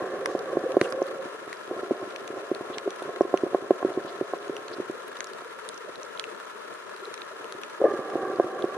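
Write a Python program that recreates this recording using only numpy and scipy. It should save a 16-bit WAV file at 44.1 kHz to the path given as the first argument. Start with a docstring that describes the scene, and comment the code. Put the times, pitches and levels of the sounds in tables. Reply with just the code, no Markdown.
"""A coral reef, heard from a camera drifting after a turtle, microphones inside its waterproof housing.
Closest are dull watery knocks that set the housing ringing, with sloshing water and gurgling bubbles.
Shrimp snap all around as their bubbles collapse: sharp cracks nearby, a crackling hiss far off.
Twice a whirring rush swells up, probably the zoom drive. Underneath lie a steady low wash
and the faint ticking of the camera."""
import sys
import numpy as np
from scipy import signal
from scipy.fft import rfft, irfft, next_fast_len
from scipy.io import wavfile
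from scipy.ndimage import map_coordinates

SR = 44100
rng = np.random.default_rng(int(sys.argv[2]) if len(sys.argv) > 2 else 0)


def put_to_file(sound):
    """Save the sound as 16-bit audio at rate SR, in the file named by the first command-line argument."""
    columns = np.atleast_2d(sound).T  # one column per channel
    safe = np.clip(columns, -1, 1)
    whole_steps = np.round(safe * 32767)
    wavfile.write(sys.argv[1], SR, whole_steps.astype(np.int16))


N = 386743


# Knocks on the housing, right at the microphones: t/s, peak level/dB, upper edge f/Hz, lower edge f/Hz
KNOCKS = [(0.0238, -20.5, 680, 89), (0.3503, -11.5, 620, 290), (0.57, -10, 590, 256), (0.768, -4, 580, 336),
          (0.8137, -8.5, 500, 112), (0.929, -26.5, 910, 90), (1.018, -10.5, 590, 412),
          (1.255, -29, 318, 230), (1.711, -19.5, 495, 306), (1.831, -21.5, 600, 260),
          (1.9093, -10, 540, 288), (2.075, -30, 430, 190), (2.5144, -12.5, 450, 306),
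          (2.8759, -14, 537, 410), (3.0206, -21.5, 800, 352), (3.077, -31, 335, 190),
          (3.2086, -4, 645, 317), (3.251, -22, 510, 410), (3.3404, -4.5, 710, 308), (3.4346, -12, 410, 260),
          (3.465, -18, 720, 300), (3.5464, -6.5, 720, 350), (3.707, -3, 586, 348), (3.8278, -15, 950, 260),
          (3.848, -10, 430, 352), (3.866, -25.5, 382, 190), (3.974, -15, 407, 300),
          (4.211, -13.5, 510, 250), (4.3356, -14.5, 810, 400), (4.4957, -19.5, 450, 230),
          (4.784, -26, 380, 220), (4.8, -19, 423, 220), (4.8972, -20.5, 440, 230), (5.42, -32, 800, 380),
          (5.892, -31, 600, 200), (7.55, -31, 483, 131), (7.815, -12, 590, 400), (7.841, -13.5, 644, 400),
          (7.854, -9.5, 680, 400), (7.937, -18.5, 520, 260), (7.991, -18.5, 560, 220),
          (8.155, -12, 637, 203), (8.299, -22, 485, 260), (8.398, -5, 626, 480), (8.641, -12.5, 530, 202)]

def knocks(lean_db=-2, small_count=30, soft_hz=520, hard_hz=1000):
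    """Dull knocks ring the housing; small ones fall at random, louder when the water moves harder."""
    out, flow = np.zeros((2, N)), flow_db()
    for start, db, high_hz, low_hz in KNOCKS:
        add(out, start, gain(db) * thump(high_hz, low_hz))
    for k, (when, size, hardness, depth) in enumerate(rng.random((small_count, 4))):
        at = int((k + when) / small_count * N)
        ring = thump(high_hz=soft_hz + (hard_hz - soft_hz) * hardness, low_hz=150 * 2 ** (2 * depth - 1))
        add(out, at / SR, gain(flow[at] + 1.5 + 7 * (size + 1)) * ring)
    return panned(out, lean_db)


# Modes of the housing around the microphones: f/Hz, relative level/dB, t60/s
HOUSING_MODES = [(145, -17, 0.041), (270, -25, 0.043), (375, 3.5, 0.029), (555, 2.5, 0.016),
                 (698, -5, 0.034), (1067, 1.5, 0.039), (1580, 9.5, 0.012)]

def thump(high_hz, low_hz, dead_hz=181, dead_width_hz=22):
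    """The housing rings after a soft push; a harder push reaches the upper modes."""
    t = np.arange(4096) / SR
    ring = sum(gain(db - 60 * t / t60) * np.cos(2 * np.pi * hz * t) for hz, db, t60 in HOUSING_MODES)
    # the housing barely answers between its two lowest modes
    ring = signal.lfilter(*signal.iirnotch(dead_hz, dead_hz / dead_width_hz, fs=SR), ring)
    ring = cut(cut(ring, low_hz, "high"), high_hz, "low", order=4)
    return ring / abs(ring).max()


# Shrimp close to the housing: t/s, crack level/dB, lower edge f/Hz, treble tilt/(dB per octave),
# main ring f/Hz, its level/dB, second ring f/Hz, its level/dB, left over right/dB
CLOSE_SNAPS = [(0.2585, -14.5, 600, 5.5, 1730, -16, 5150, -21, -1.5),
               (0.3914, -11.5, 5000, -12, 10490, -39, 11550, -50, 0),
               (0.7195, -23, 2800, -2, 5950, -37, 8990, -42, 0),
               (0.813, -10, 600, 0.5, 1900, -11, 5300, -26, -2.5),
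               (0.924, -22, 600, 5, 1280, -19, 5000, -27, -6),
               (1.0263, -36, 3400, 0, 5530, -34, 6200, -32, -6),
               (1.0677, -29, 3100, 1, 10400, -40, 11760, -40, 4),
               (1.5288, -9, 5600, -6, 1900, -16.5, 10500, -33, 0),
               (2.161, -18.5, 3000, -2, 2610, -21.5, 6010, -34, 3),
               (2.2774, -21, 2300, -10, 6350, -28, 10400, -35, 5),
               (2.548, -13.5, 3680, -11, 8650, -40, 10210, -39, 3),
               (2.7827, -7, 3450, -12, 5840, -25, 7730, -30, -1),
               (2.9057, -21, 3900, 0, 3310, -29, 6100, -29.5, -5),
               (2.9607, -29, 3600, 4, 5530, -38, 10180, -41, -2),
               (3.0255, -30, 2400, 9, 3600, -34, 8740, -38, -3),
               (3.1611, -26.5, 800, 0, 3150, -31, 4000, -31, 2),
               (3.219, -29, 4500, -2, 5510, -33, 6360, -37, -7),
               (3.3741, -20, 1800, -2, 2830, -26, 5900, -30, 1),
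               (3.7083, -30, 2500, 7, 2870, -31, 3820, -33, 1),
               (4.5663, -27, 600, 5, 2830, -22, 5900, -29.5, 1),
               (4.6822, -22, 3100, -18, 6440, -32.5, 4280, -32, -6),
               (4.912, -35, 600, 9, 7140, -40, 8250, -43, 3),
               (5.0802, -35, 8000, 13, 3630, -37, 11250, -37, -1),
               (5.169, -17, 3600, -12, 6600, -45, 7550, -42, -2),
               (5.1886, -37, 8000, 11, 5440, -35, 10860, -46, -2),
               (5.2055, -15, 1800, -3, 6360, -18, 2150, -15.5, -2),
               (5.243, -13, 5100, -2, 6630, -30, 7640, -32, -2),
               (5.271, -22, 5900, -6, 5490, -31, 7140, -45, -8),
               (5.3338, -24.5, 2800, 3.5, 4380, -32, 9720, -42, -3),
               (5.6892, -2.5, 6000, -10, 7800, -30, 9150, -23, -1),
               (5.7434, -22, 7400, -6, 6180, -33, 3970, -38, -9),
               (5.7775, -29, 3300, 4, 6220, -32, 5470, -31, -5),
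               (5.957, -31, 3500, 0, 3900, -29, 5460, -39, -8),
               (6.0312, -34, 2400, 2, 5970, -25.5, 4290, -37, -6),
               (6.175, -39, 1800, 6, 3130, -27, 3940, -30, -4),
               (6.1957, -0.5, 4600, -9, 3340, -12.5, 3850, -18, -5),
               (6.2406, -21, 2700, -2, 2700, -18, 6750, -37, 3),
               (6.7395, -31, 3800, 5, 8370, -41, 7090, -41, -4),
               (6.9636, -27, 2900, 1, 10450, -47, 8060, -45, -3),
               (7.054, -30, 3500, -2, 3960, -26, 9880, -46, -3),
               (7.1409, -18, 2500, -8, 5890, -24.5, 9500, -29, 0),
               (7.177, -22, 2300, -8, 6150, -38, 5430, -37, 0),
               (7.2186, -28, 3000, -7, 3720, -22, 2570, -27, -4),
               (7.444, -31, 600, 6, 2830, -29, 8840, -38, 2),
               (7.5237, -24.5, 600, 7, 4000, -24.5, 6500, -33, 0),
               (7.616, -34, 1500, 7, 2890, -37, 11360, -40, 5),
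               (7.6345, -19.5, 2300, -2, 2660, -20.5, 5900, -29, 0),
               (7.965, -32, 3700, 6, 10880, -45, 5710, -41, 0),
               (8.6235, -23, 3400, -4, 3480, -23, 7830, -41, -5)]

def shrimp(small_count=110, small_hz=2600):
    """Shrimp snap close by, with smaller snaps scattered at random to either side."""
    out = np.zeros((2, N))
    for start, *voice in CLOSE_SNAPS:
        add(out, start, snap(*voice))
    for when, size, main, second, side in rng.random((small_count, 5)):
        db = -40 - 2 * np.log(size + 0.03)
        small = snap(db, edge_hz=3200, tilt_db=0, main_hz=small_hz * 2 ** main, main_db=db - 4,
                     second_hz=1.45 * small_hz * 2 ** second, second_db=db - 4, lean_db=10 * side - 7)
        add(out, when * N / SR, small)
    return out


# A crack as it reaches the microphones through the wall: f/Hz, gain/dB
CRACK_SPECTRUM = [(300, 1), (1100, 12), (2100, 8.5), (3000, 1.5), (4200, -1.5), (5200, -11), (6200, -8),
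                  (7500, -18.5), (10000, -12), (12000, -26), (13500, -38), (15500, -38)]

def snap(crack_db, edge_hz, tilt_db, main_hz, main_db, second_hz, second_db, lean_db,
         rise_s=0.00028, crack_t60=0.008, tail_t60=0.073, ring_t60=0.006, treble_hz=4000):
    """A collapsing bubble cracks against the wall, which rings at two pitches for a few milliseconds."""
    t = np.arange(2048) / SR
    rise = 1 - np.exp(-t / rise_s)
    decay = gain(-60 * t / crack_t60) + gain(-29 - 60 * t / tail_t60)
    burst = rng.standard_normal((2, len(t))) * rise * decay
    colour = [(hz, db + tilt_db * max(np.log2(hz / treble_hz), 0)) for hz, db in CRACK_SPECTRUM]
    crack = gain(crack_db) * cut(coloured(burst, colour, size=512), edge_hz, "high", order=3)
    ring = sum(gain(db) * np.sin(2 * np.pi * (hz * t + rng.random() + rng.random((2, 1)) / 2))
               for hz, db in ((main_hz, main_db), (second_hz, second_db)))
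    return panned(crack + ring * rise * gain(-60 * t / ring_t60), lean_db)


# Runs of the drive, inside the housing with the microphones: start t/s, end t/s, level/dB,
# fade/(dB per s), relative speed, greatest strain t/s, swell there/dB
DRIVE_RUNS = [(-.3, 1.22, -32, 6, 0.98, 0.86, 3.5), (7.86, 8.77, -36, 2, 0.99, 8.25, 5.5)]
# Its resonances: f/Hz, width/Hz, relative level/dB in the first run, and in the second
DRIVE_MODES = [(177, 76, -23, -31), (368, 74, -8.5, -6), (479.7, 180, -2.5, -5.5), (540.5, 38, -4, -12),
               (761, 66, -12.5, -9.5), (1159, 53, -11, -8), (1634, 78, -25, -15), (1688, 330, -13, -19.5),
               (2050, 180, -29, -38)]
DRIVE_STOP_DB_PER_S = 265

def drive_whirr(kick_db=9.5, kick_s=0.04, overspeed=0.045, settle_s=0.2, strain_width_s=0.064):
    """A rough drive shakes resonances that follow its speed; it kicks in, swells under strain, stops."""
    out, size = np.zeros((2, N)), 2 * SR
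    for run, (start, end, db, fade_db_per_s, speed, strain_at, swell_db) in enumerate(DRIVE_RUNS):
        t = max(start - 0.2, 0) + np.arange(size) / SR
        age = np.maximum(t - start, 0)
        pace = 1 + overspeed * np.exp(-age / settle_s) + 0.0056 * wander(7.8)[:size]
        travel = speed * np.cumsum(pace) / SR
        body = sum(gain(mode_db[run]) * resonance(hz * travel, width)
                   for hz, width, *mode_db in DRIVE_MODES)
        strain = np.exp(-((t - strain_at) / strain_width_s) ** 2)
        level = db + kick_db * np.exp(-age / kick_s) - fade_db_per_s * age + swell_db * strain
        level += held_db(t, start, end, 392, DRIVE_STOP_DB_PER_S)
        throb_db = 2 * wander(38)[:size]
        add(out, t[0], panned(unit_rms(body) * gain(level + throb_db), lean_db=-2.5))
    return cut(out, 135, "high", order=4)


def drive_hum(start=0.75, end=1.22, hz=533.6, level_db=-35.5, rough=0.42, sag_db_per_s=9):
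    """Late in its first run the loaded drive holds a rough, wavering tone until it stops."""
    t = np.arange(N) / SR
    turns = np.cumsum(hz * (1 + 0.0117 * wander(11.9))) / SR
    pure = unit_rms(np.sin(2 * np.pi * turns))
    tone = unit_rms((1 - rough) * pure + rough * resonance(turns, width_hz=64))
    level = level_db + held_db(t, start, end, 35, DRIVE_STOP_DB_PER_S)
    level -= sag_db_per_s * np.maximum(t - start, 0)
    return panned(tone * gain(level + 3 * wander(24)), lean_db=-3)


# Larger bubbles, clear at the microphones: centre t/s, peak level/dB, f/Hz, half-length/s
BUBBLES = [(0.666, -19.5, 497, 0.012), (.716, -29, 528, 0.017), (.978, -25.5, 523, .024),
           (1.916, -16, 311, 0.0085), (2.866, -22, 406, 0.012), (4.956, -36.5, 513, .011),
           (5.463, -35.5, 480, .012), (5.885, -34.5, 603, 0.012), (6.329, -38.5, 390, .008),
           (6.952, -36, 410, .01), (7.029, -34, 386, 0.013), (7.083, -35.5, 391, .011),
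           (7.521, -36.5, 420, .009), (7.807, -23, 430, 0.0085), (7.822, -16, 546, 0.0091),
           (7.844, -7.5, 555, 0.0058), (7.8542, -7.5, 454, 0.007), (7.869, -18, 595, 0.006)]

def gurgles(pitch_rise=0.066, faint_count=80, swell_cycles=5.425):
    """Each bubble swells and fades, rising a little in pitch; faint ones come at random."""
    out = np.zeros((2, N))
    when, size, pitch = rng.random((faint_count, 3)).T
    faint_hz = 480 * 2 ** (0.8 * (pitch - 0.5))
    faint = zip(when * N / SR, -39.7 + 6 * (size - 0.5), faint_hz, swell_cycles / faint_hz)
    for centre, db, hz, half_s in BUBBLES + list(faint):
        t = np.arange(-half_s, half_s, 1 / SR)
        turns = np.cumsum(hz * (1 + pitch_rise * t / half_s)) / SR + rng.random()
        add(out, centre - half_s, gain(db) * np.hanning(len(t)) * np.sin(2 * np.pi * turns))
    return cut(panned(out, lean_db=2), 106, "high")


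# Surges of water along the outside of the housing: start t/s, hold/s, flow level/dB
SURGES = [(0, 0.78, -38.5), (1.713, 0.13, -39), (2.342, 0.49, -40.5), (3.068, 0.96, -39),
          (4.316, 0.19, -40.5), (7.344, 0.13, -49), (7.836, 1, -38.5)]

def flow_db(calm_db=-57.5):
    """How hard the water moves at every sample: surges build quickly and ebb back to calm."""
    t = np.arange(N) / SR
    surges = [db + held_db(t, start, start + hold, rise_db_per_s=182, fall_db_per_s=14.5)
              for start, hold, db in SURGES]
    return np.maximum(np.max(surges, axis=0), calm_db)


def slosh():
    """Moving water gives the housing small pushes and keeps two of its resonances humming."""
    t = np.arange(N) / SR
    burble = signal.oaconvolve(clicks(per_s=600, spread_db=2.6), thump(624, 557))[:N]
    patter = signal.oaconvolve(clicks(per_s=30, spread_db=5.3), thump(580, 138))[:N]
    pushes = gain(-2) * unit_rms(burble) + gain(-7) * unit_rms(patter)
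    swirl = gain(-6) * resonance(410 * t, width_hz=70)
    hollow = gain(-12) * resonance(1060 * t, width_hz=50)
    level = flow_db() + 2 * wander(17)
    return panned((pushes + swirl + hollow) * gain(level), lean_db=-0.81)


# Puffs of tiny bubbles, faint at the microphones:
# centre t/s, level/dB, f/Hz, half-length/s, spread and glide as shares of the pitch
BUBBLE_PUFFS = [(0.315, -54.5, 4270, 0.12, 0.71, 0), (0.848, -41.5, 2830, 0.035, 0.05, -0.19),
                (0.84, -49, 6200, 0.078, 0.68, 0.021), (0.908, -50, 8260, 0.024, 0.32, 0.018),
                (2.744, -43, 3500, 0.028, 0.088, -0.023), (4.09, -47.5, 3730, 0.039, 0.22, 0.033),
                (4.737, -44.5, 4220, 0.026, 0.14, .1)]

def fizz():
    """Tiny bubbles of similar size ring together; a puff may slide up or down in pitch."""
    out = np.zeros((2, N))
    for centre, db, hz, half_s, spread, glide in BUBBLE_PUFFS:
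        size = round(2 * half_s * SR)
        noise = rng.standard_normal((2, 8192))[:, :size]
        band = cut(noise, hz / (1 + spread), "high", order=6)
        band = cut(band, hz * (1 + spread), "low", order=8)
        progress = np.arange(size) / size
        warped = size * (progress + glide * progress * (progress - 1))
        puff = np.array([map_coordinates(side, [warped]) for side in band])
        add(out, centre - half_s, gain(db) * unit_rms(puff) * np.hanning(size) ** 2)
    return out


# Shrimp far across the reef, heard through the housing: f/Hz, relative level/dB
CRACKLE_SPECTRUM = [(450, -34), (820, -5.5), (980, 4), (1180, 2), (1350, 6.5), (1520, -2.5), (1680, 1.5),
                    (1950, -6.5), (2900, -10.5), (3900, -12.5), (4800, -18.5), (6200, -18), (7500, -22),
                    (11200, -24.5), (12400, -35), (13400, -68)]

def far_shrimp(grain_db=-13, flicker_db=1.43):
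    """Countless far shrimp merge into a hiss; nearer ones stand out as grains."""
    far = unit_rms(rng.standard_normal((2, N)))
    grains = clicks(per_s=100, spread_db=4.5)
    grains = unit_rms(np.array([grains, grains * rng.choice([-1, 1], N)]))
    hiss = coloured(microphone_pair(far + gain(grain_db) * grains), CRACKLE_SPECTRUM)
    return unit_rms(hiss) * gain(-44.5 + 2 + flicker_db * wander(56))


# The wash of the reef, all around the housing: f/Hz, relative level/dB
WASH_SPECTRUM = [(30, -46), (60, -32), (120, -15.5), (200, -11), (290, -9), (370, -4.5), (440, 3),
                 (530, -2), (610, 0), (720, -10), (820, -24), (1000, -35), (1500, -60.5)]

def reef_wash(level_db=-46, flicker_db=2):
    """The water makes a steady low rush whose level flickers slightly."""
    rush = coloured(microphone_pair(rng.standard_normal((2, N))), WASH_SPECTRUM)
    return unit_rms(rush) * gain(level_db + flicker_db * wander(28))


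# The camera's tick, beside the microphones: f/Hz, relative level/dB
TICK_SPECTRUM = [(1000, -6), (3000, 4), (5500, 2.5), (8000, -2.5), (11300, 0.5), (12500, -9),
                 (13500, -53)]

def camera_ticks(level_db=-64, rate_hz=59.94, t60=0.004):
    """The camera gives a tiny tick with every picture that it takes."""
    since_tick = (np.arange(N) / SR - 0.0085) % (1 / rate_hz)
    ticks = rng.standard_normal((2, N)) * gain(-60 * since_tick / t60)
    return gain(level_db) * unit_rms(coloured(ticks, TICK_SPECTRUM))


# Likeness of the two microphones inside the housing: f/Hz, correlation
MIC_LIKENESS = [(100, -0.81), (450, 0.009), (780, -0.0081), (1100, -0.11), (1400, 0.75), (1900, 0.44),
                (2400, -0.14), (3300, -0.55), (9000, -0.023), (13000, -0.2)]
# Their balance: f/Hz, left over right/dB
MIC_BALANCE = [(100, 1.5), (400, 7.5), (750, 2.5), (1050, 6), (1350, -0.5), (1650, 4.5), (2400, 1.5),
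               (3300, -0.5), (7000, -1), (11500, 5)]

def microphone_pair(pair):
    """Blends two unrelated signals into what the two microphones share inside the housing."""
    size = next_fast_len(N)
    left, other = rfft(pair, size)
    hz = np.fft.rfftfreq(size, 1 / SR)
    likeness = np.clip(curve_at(MIC_LIKENESS, hz), -1, 1)
    lean = gain(curve_at(MIC_BALANCE, hz) / 2)
    right = likeness * left + np.sqrt(1 - likeness ** 2) * other
    return irfft(np.array([left * lean, right / lean]), size)[:, :N]


def resonance(turns, width_hz):
    """A narrow resonance shaken at random; turns counts the cycles of its centre pitch."""
    real, imag = cut(rng.standard_normal((2, len(turns))), width_hz / 2, "low")
    return unit_rms(((real + 1j * imag) * np.exp(2j * np.pi * turns)).real)


def clicks(per_s, spread_db):
    """A random train of clicks, a few of them large."""
    size = gain(spread_db * np.minimum(rng.exponential(1, N), 4))
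    return size * rng.choice([-1, 1], N) * (rng.random(N) < per_s / SR)


def wander(rate_hz):
    """A smooth random drift with an rms of one."""
    hz = np.fft.rfftfreq(N, 1 / SR)[:2000]
    slow = irfft(np.exp(-(hz / rate_hz) ** 2 + 2j * np.pi * rng.random(len(hz))), 8192)
    return unit_rms(np.interp(np.linspace(0, len(slow), N), np.arange(len(slow)), slow))


def held_db(t, start, end, rise_db_per_s, fall_db_per_s):
    """An envelope in dB: rises to zero at start, holds, and falls after end."""
    return -rise_db_per_s * np.maximum(start - t, 0) - fall_db_per_s * np.maximum(t - end, 0)


def coloured(x, points, size=2048):
    """Causal filter with a given spectrum: clicks stay sharp and ring afterwards."""
    hz = abs(np.fft.fftfreq(size, 1 / SR))
    log_gain = np.log(gain(np.maximum(curve_at(points, hz), -100)))
    taps = np.fft.ifft(np.exp(signal.hilbert(log_gain).conj())).real[:size // 2]
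    return signal.oaconvolve(x, taps[None], axes=1)[:, :x.shape[1]]


def curve_at(points, hz):
    """Interpolates a curve on a log-frequency axis."""
    point_hz, value = np.transpose(points)
    return np.interp(np.log(hz + 1), np.log(point_hz + 1), value)


def cut(x, hz, kind, order=2):
    """High-pass or low-pass."""
    return signal.sosfilt(signal.butter(order, min(hz, SR / 2 - 100), kind, fs=SR, output="sos"), x)


def add(mix, start, sound):
    """Mixes a sound into both channels at start, in seconds."""
    part = mix[:, max(round(start * SR), 0):][:, :sound.shape[-1]]
    part += sound[..., :part.shape[1]]


def panned(x, lean_db):
    """Leans a sound toward the left microphone by so many dB."""
    return x * gain([[lean_db / 2], [-lean_db / 2]])


def gain(db):
    """Decibels to gain."""
    return 10 ** (np.asarray(db) / 20)


def unit_rms(x):
    """Scales to an rms of one."""
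    return x / np.sqrt(np.mean(x ** 2) + 1e-20)


def scene():
    """The reef and the camera's own noises meet at the microphones inside the housing."""
    close = knocks() + shrimp() + drive_whirr() + drive_hum() + gurgles() + slosh() + fizz()
    return close + far_shrimp() + reef_wash() + camera_ticks()


def record(dry, edge_hz=15800):
    """The camera cuts off the highest treble."""
    taps = signal.firwin(511, edge_hz, window=("kaiser", 9), fs=SR)
    return signal.oaconvolve(dry, taps[None], "same")


dry = scene()
out = record(dry)
put_to_file(out)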